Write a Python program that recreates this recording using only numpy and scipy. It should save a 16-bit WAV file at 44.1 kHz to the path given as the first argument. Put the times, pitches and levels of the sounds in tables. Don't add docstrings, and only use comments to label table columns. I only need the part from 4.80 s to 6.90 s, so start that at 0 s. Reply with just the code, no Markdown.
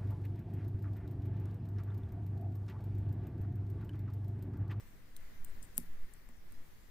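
import sys
import numpy as np
from scipy import signal
from scipy.fft import rfft, irfft
from scipy.io import wavfile
from scipy.ndimage import uniform_filter1d

SR = 44100
rng = np.random.default_rng(int(sys.argv[2]) if len(sys.argv) > 2 else 0)


def dump_mix(stems):
    frames = np.atleast_2d(stems).T
    limited = np.clip(frames, -1, 1)
    pcm = np.round(limited * 32767).astype(np.int16)
    wavfile.write(sys.argv[1], SR, pcm)


def voltage_ratio(decibels):
    exponent = np.asarray(decibels, float) / 20
    return 10 ** exponent


N = 92610
HISS_TOP_HZ = 15650

# start_s, sway_db, rumble_db
AIR_AND_HANDS = [(0.0, -78, 6), (0.439, -39, -2), (0.51, -51, 3.5), (0.62, -36, 5), (0.83, -45, 6),
                 (0.89, -64.5, 3.5), (1.09, -37.5, 5.5), (1.232, -33.5, 3), (1.32, -61, 2),
                 (1.81, -40.5, 1), (2.04, -76, 2), (2.1, -54, 2)]


def ring(x, hz, t60):
    pole = np.exp(2j * np.pi * hz / SR - np.log(1000) / (t60 * SR))
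    return signal.lfilter([1], [1, -pole], x).imag


def late(x, s):
    k = int(s * SR)
    return np.concatenate([np.zeros(k), x[:N - k]])


def walk(rate):
    k = int(SR / rate)
    steps = np.repeat(rng.standard_normal(N // k + 1), k)
    return 1.11 * uniform_filter1d(uniform_filter1d(steps, k), k)[:N]


def follow(start_s, level_db):
    return voltage_ratio(np.interp(np.arange(N) / SR, start_s, level_db))


def noise(spectrum):
    flicker_db = 1.1
    patch_db, patch_hz, patch_per_s, patch_full_hz = 4.0, 350, 20, 6500
    f = np.arange(N // 2 + 1) * SR / N + .1
    hz, db = np.array(spectrum, float).T
    level = voltage_ratio(np.interp(np.log(f), np.log(hz), db))
    x = rfft(rng.standard_normal(N)) * level * np.sqrt(SR / 2)
    x = x * (f > hz[0] / 2) * (f < HISS_TOP_HZ)
    strip = np.maximum(f // patch_hz - 1, 0)
    out = irfft(x * (strip == 0), N) * voltage_ratio(flicker_db * walk(11))
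    top = 1.05 * hz[-1]
    x[f > top] = 0
    for k in range(1, int(top // patch_hz) + 1):
        depth_db = patch_db * min(k * patch_hz / patch_full_hz, 1)
        out += irfft(x * (strip == k), N) * voltage_ratio(depth_db * walk(patch_per_s))
    return out


def sway():
    sway_hz, side_db = 4.4, -14.5
    start_s, sway_db, _ = np.array(AIR_AND_HANDS).T
    cycles = np.cumsum(sway_hz * (1 + 0.162 * walk(3.75))) / SR
    mid = np.sqrt(2) * np.sin(2 * np.pi * cycles)
    side = voltage_ratio(side_db) * np.array([[1], [-1]]) * walk(11.24)
    return follow(start_s, sway_db) * (mid + side)


def rumble():
    # pitch_hz, level_db (per Hz)
    spectrum = [(8, -82.5), (20, -72.5), (40, -86), (80, -91.5), (160, -95), (300, -100), (600, -110),
                (1500, -125)]
    start_s, _, rumble_db = np.array(AIR_AND_HANDS).T
    return noise(spectrum) * follow(start_s, rumble_db)


def hiss():
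    # pitch_hz, level_db (per Hz)
    left = [(8, -67.5), (40, -77), (150, -93.5), (500, -103), (1200, -103), (3500, -110), (9000, -116),
            (15000, -111)]
    # pitch_hz, level_db (per Hz)
    right = [(8, -68.5), (40, -96.5), (150, -92), (500, -103), (1500, -106), (5000, -111), (10000, -117),
             (15000, -111)]
    return np.array([noise(left), noise(right)])


def fan():
    fan_hz, width_hz, level_db = 1937, 930, -70
    t60 = 2.4 / width_hz
    x = ring(ring(rng.standard_normal(N), fan_hz, t60), fan_hz, t60)
    return x / x.std() * voltage_ratio(level_db + 1.4 * walk(3.65)) * voltage_ratio(np.array([[0], [-14]]))


def stir():
    # start_s, level_db
    swell = [(0, 2.5), (.12, 0), (.34, -1), (0.421, 2.5), (.62, 1), (.75, 3), (.9, 1.5), (1.04, 2),
             (1.3, 0.5), (1.5, -1), (1.6, -1.5), (1.72, 1.5), (2.1, -0.5)]
    return follow(*np.array(swell).T)


def room(x):
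    gap_s, t60_s = 0.00062, .23
    tail_db = [-15.5, -24.5]
    t = np.arange(SR // 3) / SR
    fade = np.exp(-np.log(1000) * t / t60_s) * np.clip(t / gap_s, 0, 1)
    tail = rng.standard_normal((2, len(t))) * fade
    tail = tail / np.sqrt((tail ** 2).sum(axis=1, keepdims=True))
    tail = tail * voltage_ratio(np.array(tail_db))[:, None]
    return signal.fftconvolve(x, tail, axes=1)[:, :N]


def table_top():
    push_s, right_db, right_lag_s = 0.0012, -3.0, .0003
    # start_s, level_db
    thumps = [
        (.9794, -42),
        (1.730, -62),
        (1.489, -57),
    ]
    # pitch_hz, level_db, t60_s
    modes = [(53.6, -3.5, 0.21), (107, -6.5, 0.049), (170.3, -2.5, 0.19), (236.5, 0.5, 0.17),
             (280.7, -8, 0.16), (365, -7.5, 0.1), (460, -11, 0.049), (566, -4, 0.038), (735, -3.5, 0.023),
             (866, 2, 0.03), (1060, 0.5, 0.029)]
    x = np.zeros(N)
    for start_s, db in thumps:
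        x[int(start_s * SR)] = voltage_ratio(db)
    push = np.hanning(int(push_s * SR) + 3)
    x = np.convolve(x, push / push.sum())[:N]
    thump = sum((-1) ** k * voltage_ratio(db) * ring(x, hz, t60) for k, (hz, db, t60) in enumerate(modes))
    return np.array([thump, voltage_ratio(right_db) * late(thump, right_lag_s)])


def brief_tones():
    rise_s = .0004
    # start_s, pitch_hz, left_db, right_db
    short_tones = [(.3652, 4000, -53, -48), (.3655, 7000, -70, -51), (.3668, 6000, -62, -52),
                   (.3665, 9100, -43, -58), (.3662, 14800, -60, -54), (.3735, 10000, -56, -75),
                   (.6472, 2900, -59, -64), (.6474, 5500, -62, -59), (.8282, 5500, -54, -59),
                   (.8280, 7000, -51, -52), (.9705, 7000, -58, -50), (.9740, 7200, -56, -48),
                   (.9805, 5000, -50, -44), (.9797, 14800, -50, -40), (.9825, 13000, -50, -46),
                   (.9880, 7300, -60, -50), (1.0010, 5500, -72, -52), (1.0012, 7200, -72, -53),
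                   (1.0008, 14500, -62, -50), (.3660, 3200, -57, -56), (.8335, 5000, -59, -62),
                   (1.4900, 900, -52, -56), (.9800, 1400, -44, -54), (.9803, 2500, -45, -52),
                   (.9798, 3600, -41, -50), (.9800, 5800, -43, -46), (.9797, 16000, -34, -44),
                   (.6472, 16000, -50, -58), (1.4893, 2500, -60, -66)]
    out, u = np.zeros((2, N)), np.arange(SR // 100) / SR
    swell = u / rise_s * np.exp(1 - u / rise_s)
    for start_s, hz, left_db, right_db in short_tones:
        tone = swell * np.sin(2 * np.pi * (hz * u + rng.random((2, 1))))
        k = int((start_s - rise_s) * SR)
        out[:, k:k + len(u)] += voltage_ratio(np.array([[left_db], [right_db]])) * tone
    return out


def slide():
    # start_s, length_s, level_db
    scrapes = [(.004, 0.01, -64.5), (0.067, 0.03, -76), (0.363, 0.016, -66), (0.672, 0.058, -73.5),
               (.8235, .040, -62), (.968, .010, -56), (0.939, 0.051, -70), (0.988, 0.0071, -62.5)]
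    t = np.arange(N) / SR
    return sum(voltage_ratio(db) * np.sin(np.pi * np.clip((t - s) / d, 0, 1) ** 0.65) for s, d, db in scrapes)


def highpass(x, hz):
    return signal.sosfilt(signal.butter(2, hz, "high", fs=SR, output="sos"), x)


def lock():
    grit_per_s, grit_scatter_db = 3000, 2.5
    mode_scatter_db, right_lag_s = 2.0, .0004
    body_low_hz, skirt = 700, 1.12
    crack_db, crack_room_db, crack_low_hz = -3.5, 1, 4500
    # start_s, low_db, middle_db, high_db, body_db
    pin_ticks = [(.1020, -58, -66, -70, -78), (.3651, -58, -42, -46, -56), (.3661, -58, -45, -46, -57),
                 (.3690, -64, -53, -58, -68), (.6470, -37, -54, -33, -56), (.6490, -56, -62, -56, -66),
                 (.6955, -55, -66, -70, -80), (.7635, -56, -62, -70, -78), (.8250, -48, -54, -68, -74),
                 (.8279, -39, -46, -66, -64), (.8311, -49, -54, -68, -74), (.9726, -36, -43, -58, -64),
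                 (.9785, -38, -30, -36, -52), (.9790, -28, -13.5, -27, -33), (.9801, -35, -26, -33, -44),
                 (.9822, -48, -44, -42, -46), (1.0005, -52, -50, -52, -70), (1.3370, -40, -47, -54, -62),
                 (1.3401, -58, -62, -64, -76), (1.4891, -50, -55, -56, -55), (1.5680, -59, -66, -68, -72),
                 (1.7226, -50, -46, -58, -59)]
    # pitch_hz, level_db, t60_s
    clusters = [
        [(7300, -12, .007), (7950, -8, .008), (8600, 0, .006), (9200, -5, .005)],
        [(10300, -2, .0035), (11100, -2, .0035), (11800, 0, .0045), (12600, -6, .0035)],
        [(13600, -6, .005), (14600, 0, .006), (15500, -3, .004)],
        [(1400, -1, .0022), (2100, 0, .002), (2900, 0, .002), (3800, 1, .002), (4900, -4, .002),
         (6000, 0, .0022)],
    ]
    # low_db, middle_db, high_db, body_db
    scrape_colour = [0, -4, -14, -13]
    # pitch_hz, level_db
    shadow = [(1500, -7), (3800, -7), (5000, -2), (7300, -1), (8100, -17), (10500, -19), (12000, -27),
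              (15000, -14)]
    # low_db, middle_db, high_db, body_db
    spill_db = [
        [-2, -6, -2.2, -2.5],
        [-1, -8, 0, 4],
    ]

    ticks = np.array(pin_ticks)
    at = (ticks[:, 0] * SR).astype(int)
    scatter_db = mode_scatter_db * rng.standard_normal((len(ticks), 2, 17))
    shadow_hz, shadow_db = np.array(shadow).T
    stroke = slide()
    near, spill, k = 0, 0, 0
    for c, cluster in enumerate(clusters):
        part = np.zeros((2, N))
        for hz, db, t60 in cluster:
            grit = rng.random(N) < grit_per_s / SR
            grit = grit * voltage_ratio(grit_scatter_db * rng.exponential(size=N))
            for side in range(2):
                x = grit * stroke * voltage_ratio(scrape_colour[c])
                np.add.at(x, at, voltage_ratio(ticks[:, 1 + c] + scatter_db[:, side, k]))
                shade_db = side * np.interp(np.log(hz), np.log(shadow_hz), shadow_db)
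                part[side] += (-1) ** k * voltage_ratio(db + shade_db) * ring(x, hz, t60)
            k += 1
        low_hz = body_low_hz if c == 3 else cluster[0][0] / skirt
        band = [low_hz, cluster[-1][0] * skirt]
        part = signal.sosfilt(signal.butter(2, band, "band", fs=SR, output="sos"), part)
        near = near + part
        spill = spill + voltage_ratio(np.array(spill_db)[:, c, None]) * (part[0] + 2 * part[1])
    crack = np.zeros(N)
    crack[at] = voltage_ratio(ticks[:, 1:4].max(axis=1))
    crack = highpass(crack, crack_low_hz)
    near[0] += voltage_ratio(crack_db) * crack
    spill = spill + voltage_ratio(crack_room_db) * crack
    return np.array([near[0], late(near[1], right_lag_s)]), spill


def scene():
    floor = rumble() + (hiss() + fan()) * stir() + sway()
    near, spill = lock()
    return near + brief_tones() + table_top() + room(spill) + floor


def top_cut(x):
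    return signal.sosfilt(signal.butter(12, 16830, fs=SR, output="sos"), x)


def record(dry):
    shelf_db, top_hz = -14, 16650
    f = np.arange(N // 2 + 1) * SR / N
    corner_hz = [HISS_TOP_HZ - 100, HISS_TOP_HZ + 100, top_hz, top_hz + 150]
    top_db = np.interp(f, corner_hz, [0, shelf_db, shelf_db, -80])
    mix = irfft(rfft(dry, axis=1) * voltage_ratio(top_db), N, axis=1)
    return top_cut(mix)


dry = scene()
out = record(dry)
dump_mix(out)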